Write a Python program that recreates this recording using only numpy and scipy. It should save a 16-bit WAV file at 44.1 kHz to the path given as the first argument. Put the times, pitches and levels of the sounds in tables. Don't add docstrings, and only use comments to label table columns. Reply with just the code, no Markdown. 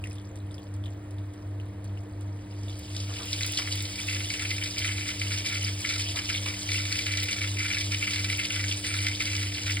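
import sys
import numpy as np
from scipy import signal
from scipy.fft import rfft, irfft, next_fast_len
from scipy.io import wavfile
from scipy.ndimage import uniform_filter1d, map_coordinates

SR = 44100
rng = np.random.default_rng(int(sys.argv[2]) if len(sys.argv) > 2 else 0)


def dump_mix(stems):
    frames = np.atleast_2d(stems).T
    limited = np.clip(frames, -1, 1)
    pcm = np.round(limited * 32767).astype(np.int16)
    wavfile.write(sys.argv[1], SR, pcm)


N = 432180


def amp(db):
    return 10 ** (np.asarray(db) / 20)


def unit(x):
    return x / np.sqrt(np.mean(x ** 2) + 1e-20)


def along(points, hz):
    point_hz, values = np.transpose(points)
    return np.interp(np.log(hz + 1), np.log(point_hz + 1), values)


def curve(points):
    return np.interp(np.arange(N) / SR, *np.transpose(points))


def wobble(rate):
    return map_coordinates(rng.standard_normal(int(N * rate / SR) + 4), [np.arange(N) * rate / SR])


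def filtered(x, response):
    padded = next_fast_len(N + SR // 2)
    return irfft(rfft(x, padded) * response(np.fft.rfftfreq(padded, 1 / SR)), padded)[..., :N]


def bursts(start_s, size, t60, rise_s=0.00052):
    kicks = np.bincount((start_s * SR).astype(int), size, N)[:N]
    decays = signal.lfilter([1], [1, -amp(-60 / SR / t60)], kicks)
    soft = np.exp(-1 / SR / rise_s)
    return signal.lfilter([1 - soft], [1, -soft], decays)


def bubbles(start_s, size, hz, cycles, glide, samples=192):
    turns = np.arange(samples) / SR * hz[:, None]
    age = turns / cycles
    ring = np.sin(2 * np.pi * turns * (1 + glide * age)) * age * np.exp(1 - 2 * age)
    at = (start_s * SR).astype(int)[:, None] + np.arange(samples)
    return np.bincount(at.ravel(), (size[:, None] * ring).ravel(), N + SR)[:N]


def pump():
    # multiple, level_db
    mains_partials = [(1, -36), (2, -60.5), (3, -45.5), (6, -68.5)]
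    # multiple, level_db
    rotor_partials = [(1, -40.5), (2, -54), (5, -64)]
    # time_s, pitch_hz
    rotor_pitch = [(0, 97.3), (1.7, 97.2), (2.6, 97.3), (3.6, 97.39), (4.6, 97.31), (9, 97.3), (9.8, 97.22)]
    # time_s, gain_db
    hum_gain = [(0, -2.5), (9.8, 0)]
    # frequency_hz, density_db
    rumble_colour = [(20, -34), (36, -5), (45, -11), (85, 3.5), (125, -7.5), (230, -15.5), (330, -8.5),
                     (450, -18.5), (750, -19.5), (1050, -21.5), (1450, -27), (1800, -25.5), (2500, -30),
                     (4500, -39), (16000, -48)]
    # pitch_hz, strength_db
    rumble_tones = [(460, 6.5), (535, 5), (620, 6), (688, 3.5), (940, 2)]
    mains_hz, in_step_s = 99.985, 0.09
    mains_phase = 2 * np.pi * mains_hz * (np.arange(N) / SR - in_step_s)
    rotor_phase = 2 * np.pi * (np.cumsum(curve(rotor_pitch)) / SR - rotor_pitch[0][1] * in_step_s)
    hum = sum(amp(db + 0.6 * wobble(3)) * np.sin(k * mains_phase) for k, db in mains_partials)
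    hum += sum(amp(db + 2.4 * wobble(3.3)) * np.sin(k * rotor_phase + 0.21 * wobble(4))
               for k, db in rotor_partials)
    peaks = lambda f: 1 + sum(amp(db) / (1 + ((f - hz) / 8) ** 2) for hz, db in rumble_tones)
    rumble = filtered(rng.standard_normal(N), lambda f: amp(along(rumble_colour, f)) * peaks(f))
    return amp(curve(hum_gain)) * np.sqrt(2) * hum + amp(-45) * unit(rumble)


def collar_bell():
    # pitch_hz, t60_s
    modes = [(8825, 0.18), (10178, 0.15)]
    # start_s, low_mode_db, high_mode_db
    touches = [(8.862, -32, -58), (8.881, -31.5, -56), (8.965, -56, -38)]
    tinkle, t = np.zeros(N + SR), np.arange(SR // 4) / SR
    for start_s, *levels_db in touches:
        ring = sum(amp(db - 60 * t / t60) * np.sin(2 * np.pi * hz * t)
                   for (hz, t60), db in zip(modes, levels_db))
        tinkle[round(start_s * SR):][:len(t)] += ring * (1 - np.exp(-t / 0.0034))
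    return tinkle[:N]


def tub_walls(x, t60):
    t = np.arange(SR // 4) / SR
    tail = rng.standard_normal(len(t)) * amp(-60 * t / t60)
    echoes = signal.fftconvolve(x, tail / np.linalg.norm(tail))[:N]
    return filtered(echoes, lambda f: 1 / (1 + (420 / (f + 1)) ** 8) / (1 + (f / 7000) ** 2))


def scatter(x, t60):
    hop = 64
    frames = dict(nperseg=256, noverlap=256 - hop)
    spectrum = signal.stft(x, **frames)[2]
    left = amp(-120 * hop / SR / t60)
    energy = signal.lfilter([1 - left], [1, -left], abs(spectrum) ** 2, axis=1)
    noise = signal.stft(rng.standard_normal(N), **frames)[2]
    echoes = np.sqrt(energy) * noise / np.sqrt(np.mean(abs(noise) ** 2))
    return signal.istft(echoes, **frames)[1][:N]


def trickle(count=1500, span_s=2.9):
    # time_s, level_db
    thin_flow = [(0, -47), (.6, -63), (2.4, -57), (2.6, -58), (2.9, -92)]
    # start_s, level_db, pitch_hz
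    drops = [(0.0405, -28.5, 2580), (0.058, -39, 1960), (0.071, -42, 2110), (0.1004, -40, 10500),
             (0.155, -41, 10000), (0.184, -40, 3380), (0.358, -38.5, 8000), (0.511, -43, 3480),
             (0.544, -38, 5100), (0.582, -40, 3400), (0.6315, -45, 4360), (0.7407, -40, 8600),
             (0.84, -38.5, 3300), (0.859, -35.5, 3560), (1.1095, -41, 9600), (1.185, -44, 3620),
             (1.338, -43, 8500), (1.6, -40, 2800), (1.844, -38, 9000), (1.975, -42, 2750),
             (2.2105, -39, 9500), (2.6344, -39, 5200), (2.684, -36, 3500), (2.697, -34.5, 3550)]
    start_s, db, hz = np.transpose(drops)
    soft_below_hz = 6000
    when, kind, size, life = rng.random((count, 4)).T
    pitch_hz = np.array([3400, 5900, 10000])[np.digitize(kind, [0.4, 0.7])]
    pitch_hz = pitch_hz * amp(2 * rng.standard_normal(count))
    strength = amp(17.2 * size ** 3) * np.clip(pitch_hz / soft_below_hz, 0, 0.7)
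    cycles = 0.73 + 4.8 * life[:, None] ** 3
    thin = bubbles(when * span_s, strength, pitch_hz, cycles, glide=0.0098, samples=320)
    runoff = bursts(start_s, amp(-53 + 0.2 * (db - db.mean())), t60=0.44)
    thin *= amp(curve(thin_flow)) + runoff
    drop_cycles = np.where(hz < soft_below_hz, 3.5, 2.1)[:, None]
    ring = bubbles(start_s - 0.0008, amp(db + 7.5), hz, drop_cycles, glide=0.011, samples=640)
    impact_db = db + 10 * np.log10(np.clip(hz / soft_below_hz, 0, 1))
    tick = bursts(start_s, amp(impact_db + 1), t60=0.0044, rise_s=0.0001)
    spatter = bursts(start_s, amp(impact_db - 3), t60=0.06)
    wet_band = lambda f: f ** 2 / (f ** 2 + 2400 ** 2) / (1 + (f / 6000) ** 2)
    return thin + ring + filtered(rng.standard_normal(N) * (tick + spatter), wet_band)


def floor_thuds(t60=0.31):
    # start_s, level_db
    landings = [(3.09, -47), (3.191, -45), (3.588, -44.5), (6.15, -43), (6.459, -43.5)]
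    envelope, t = np.zeros(N + SR), np.arange(SR // 5) / SR
    for start_s, db in landings:
        envelope[round(start_s * SR):][:len(t)] += amp(db - 60 * t / t60) * (1 - np.exp(-t / 0.0011))
    dull_band = lambda f: f ** 2 / (f ** 2 + 450 ** 2) / (1 + (f / 1500) ** 4)
    return amp(18) * filtered(envelope[:N] * rng.standard_normal(N), dull_band)


def droplet_snaps():
    # start_s, level_db
    droplets = [(2.792, -29), (3.2561, -27), (3.4641, -19), (3.522, -18), (3.756, -21), (3.8243, -21),
                (4.0703, -27), (4.791, -25), (7.2306, -19), (7.24, -17), (8.3733, -21)]
    start_s, db = np.transpose(droplets)
    flicks = rng.standard_normal(N) * bursts(start_s, amp(db + 5), t60=0.008, rise_s=0.0001)
    return filtered(flicks, lambda f: 1 / (1 + (7000 / (f + 1)) ** 4) / (1 + (f / 12000) ** 2))


def stream_levels():
    # time_s, level_db
    flow = [(0, -84), (2.3, -68), (2.55, -58), (2.7, -52), (2.9, -48), (3.1, -43), (3.34, -38.5),
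            (4.83, -39.5), (6.58, -39), (7.08, -38), (7.4, -40), (8.2, -38.5), (9.8, -39.5)]
    # start_s, length_s, level_db
    gushes = [(3.403, 0.062, -38), (3.578, 0.032, -33), (3.657, 0.16, -40), (3.949, 0.044, -35),
              (4.067, 0.1, -31.5), (4.308, 0.07, -37), (4.387, 0.086, -33), (4.498, 0.028, -34),
              (4.603, 0.057, -33), (4.752, 0.033, -31), (4.81, 0.11, -30), (4.96, 0.15, -33),
              (5.179, 0.085, -39), (5.302, 0.028, -29.5), (5.351, 0.035, -32.5), (5.442, 0.14, -30.5),
              (5.627, 0.06, -35), (5.835, 0.17, -30.5), (6.157, 0.041, -32), (6.285, 0.064, -34.5),
              (6.423, 0.12, -36.5), (6.681, 0.14, -33.5), (6.84, 0.047, -36), (6.903, 0.11, -30.5),
              (7.056, 0.406, -32.5), (7.563, 0.25, -30), (7.9, 0.033, -29), (8.006, 0.33, -32.5),
              (8.367, 0.082, -29.5), (8.495, 0.15, -33), (8.677, 0.059, -35), (8.842, 0.29, -32.5),
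              (9.193, 0.11, -30), (9.33, 0.036, -30), (9.382, 0.079, -32.5), (9.507, 0.11, -36.5),
              (9.652, 0.055, -28.5)]
    rise_s, sag_db_per_s, fall_db_per_s = 0.012, 13.5, 344
    flow_db = curve(flow)
    lull_db = flow_db - 6
    gush = np.zeros(N)
    for start_s, length_s, db in gushes:
        t = np.arange(N) / SR - start_s
        fade_db = sag_db_per_s * (t - length_s / 2) + fall_db_per_s * np.maximum(t - length_s, 0)
        gush = np.maximum(gush, amp(db - fade_db) * np.clip(t / rise_s, 0, 1))
    swell_db = 20 * np.log10(np.hypot(1, gush / amp(lull_db)))
    breakup_db = flow_db + 0.78 * swell_db
    spray_db = flow_db + 0.1 * (flow_db - np.median(flow_db)) + 0.1 * swell_db
    return lull_db + swell_db, breakup_db, spray_db


def spray(level_db, surge, count=9000):
    # frequency_hz, density_db
    spray_colour = [(600, -14.5), (1500, -16), (2500, -3.5), (4000, -3.5), (5200, -2.5), (7000, -6.5),
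                    (9000, -9), (12000, -15), (16000, -19.5)]
    colour = lambda f: amp(along(spray_colour, f))
    when, pitch, size, life = rng.random((count, 4)).T
    bunching = np.tanh([wobble(14), wobble(14)])
    clumps = bunching[np.round(pitch).astype(int), (when * N).astype(int)]
    fizz = bubbles(when * N / SR, amp(10 * size ** 3 + 3.6 * clumps), 2600 * amp(14.5 * pitch),
                   cycles=1.8 + 6.3 * life[:, None] ** 2, glide=0.0055)
    fizz = filtered(fizz * amp(2.3 * surge), lambda f: colour(f) * (f / 4000) ** 0.36)
    hiss = filtered(rng.standard_normal(N) * amp(1.25 * surge), colour)
    return amp(level_db + 3.5) * (0.59 * unit(fizz) + 0.5 * unit(hiss))


def resonance(f, centre_hz, width_hz):
    return 1j * f * width_hz / (centre_hz ** 2 - f ** 2 + 1j * f * width_hz)


def spout(f):
    # pitch_hz, width_hz, gain_db
    air_spaces = [(1333, 130, -11), (1506, 93, -6.5), (1750, 220, -11), (2055, 97, 0.75), (2346, 95, 2),
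                  (2640, 51, -0.5), (2910, 410, -9.5)]
    modes = sum((-1) ** k * amp(db) * resonance(f, hz, width_hz)
                for k, (hz, width_hz, db) in enumerate(air_spaces))
    return modes / (1 + (1150 / (f + 1)) ** 6)


def gurgle(level_db, breakup_db, surge, count=2400):
    # start_s, level_db, relative_spatter_db
    slugs = [(2.965, -36, 9), (3.001, -34.5, 5), (3.137, -35, 5), (3.231, -32, 3), (3.33, -25, 5.5),
             (3.407, -24, -24), (3.432, -22, -0.5), (3.573, -24, 5), (3.672, -22.5, -21), (3.7234, -23, -1),
             (3.805, -25, -1), (3.853, -27, -2), (4.203, -22, -17), (4.3022, -17.5, -9),
             (4.3368, -16.5, -16), (4.3945, -18.5, -9), (4.511, -18.5, -21), (4.5805, -20, -9),
             (4.6576, -22, -11), (4.815, -23.5, -25), (5.214, -20, -23), (5.843, -23.5, -23),
             (5.89, -19.5, -4.5), (6.1605, -27, 2), (6.188, -15.5, -13), (6.2986, -15.5, -13),
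             (6.3464, -24, -19), (6.459, -18, -9), (6.6886, -20, -13), (6.717, -15, -6.5),
             (6.853, -19, -7.5), (6.925, -19, 0), (6.9892, -20.5, -19), (7.065, -19, -6),
             (7.135, -19.5, -17), (7.172, -22, 1.5), (7.328, -16, -5), (7.415, -18.5, -17),
             (7.44, -21, -26), (7.569, -22, -16), (7.945, -14.5, -12), (8.0247, -16, -22),
             (8.134, -13.5, -9), (8.159, -17, -7), (8.181, -27, -1), (8.299, -17, -9.5),
             (8.327, -20.5, -21), (8.5026, -17, -21), (8.6812, -24, -3), (8.724, -27, 2.5),
             (8.843, -19, -22), (9.066, -12.5, -12), (9.203, -16, -16), (9.3304, -18.5, -13),
             (9.7062, -13.5, -17), (9.7686, -18.5, -21)]
    slug_s, slug_db, spatter_db = np.transpose(slugs)
    pocket_hz = 2196
    when, size, splash = rng.random((count, 3)).T
    gulp_s = when * N / SR
    patter = bursts(gulp_s, amp(15.3 * size ** 3), t60=0.019, rise_s=0.0019) + 0.2
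    patter /= uniform_filter1d(patter, size=SR // 20)
    plips = bubbles(gulp_s, amp(14 * size ** 3), pocket_hz * amp(1.25 * (splash - 0.5)),
                    cycles=1.9, glide=0.016, samples=400)
    wash = unit(filtered(rng.standard_normal(N) * patter * amp(0.41 * surge), spout))
    stream = amp(level_db - 4) * (wash + 0.55 * unit(filtered(plips, spout)))

    slap_envelope = bursts(slug_s, amp(slug_db + 6 - 0.5 * spatter_db), t60=0.019, rise_s=0.00094)
    slaps = rng.standard_normal(N) * slap_envelope
    slug_hz = pocket_hz * amp(0.3 * rng.standard_normal(len(slug_s)))
    slaps += bubbles(slug_s, amp(slug_db - 3.5 - 0.41 * spatter_db), slug_hz,
                     cycles=3.7, glide=0.011, samples=600)
    outlet = stream + filtered(slaps, spout)

    splashes = bursts(rng.random(count) * N / SR, amp(14.4 * splash ** 5), t60=0.031)
    breakup = amp(breakup_db + 0.6) * unit(splashes * patter ** 0.35)
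    breakup += bursts(slug_s, amp(slug_db + spatter_db + 9.5), t60=0.016, rise_s=0.0008)
    cracks = bubbles(slug_s, amp(slug_db + spatter_db + 11), 1.8 * slug_hz, cycles=1.7, glide=0.01)

    deep = filtered(outlet, lambda f: 1 / (1 + (f / 1800) ** 12))
    deep_gain = amp(4.2 * np.tanh(wobble(22)) - 2.5)
    outlet += (deep_gain - 1) * deep
    spatter = rng.standard_normal(N) * breakup + cracks
    return outlet + filtered(spatter, lambda f: resonance(f, centre_hz=4350, width_hz=3000) ** 2)


def stereo_image(near):
    # frequency_hz, likeness
    likeness = [(320, 1), (500, .75), (900, .4), (1500, .85), (2400, .96), (5000, .88), (5700, 1),
                (6300, 1), (7300, .75), (8400, 1), (9500, 1), (10700, .65), (11800, 1), (14700, 1)]
    # frequency_hz, phase_rad
    phase_gap = [(60, 0), (150, -.1), (300, -.35), (690, -.8), (1030, -1.5), (1290, -.1), (1810, -.1),
                 (2760, 2.3), (3880, .5), (4820, 1.3), (5600, 3.1), (6700, 3.25), (8350, 6.28), (9560, 6.3),
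                 (10300, 6.7), (11700, 9.42), (13600, 9.45), (14700, 12.56)]
    angle = lambda f: np.arccos(np.clip(along(likeness, f), 0, 1)) / 2
    shared, apart = filtered(near, lambda f: np.array([np.cos(angle(f)), np.sin(angle(f))]))
    scattered = scatter(apart, t60=0.054)
    pair = np.array([shared + scattered, shared - scattered])
    return filtered(pair, lambda f: np.exp(0.5j * np.outer([1, -1], along(phase_gap, f))))


def scene():
    gurgle_db, breakup_db, spray_db = stream_levels()
    surge = 2 * np.tanh(0.61 * wobble(40))
    water = gurgle(gurgle_db, breakup_db, surge) + spray(spray_db, surge)
    water += trickle() + floor_thuds() + droplet_snaps()
    return stereo_image(pump() + water + amp(-4) * tub_walls(water, t60=0.12) + collar_bell())


def record(dry):
    top_hz = 15800
    return filtered(dry, lambda f: f < top_hz)


dry = scene()
out = record(dry)
dump_mix(out)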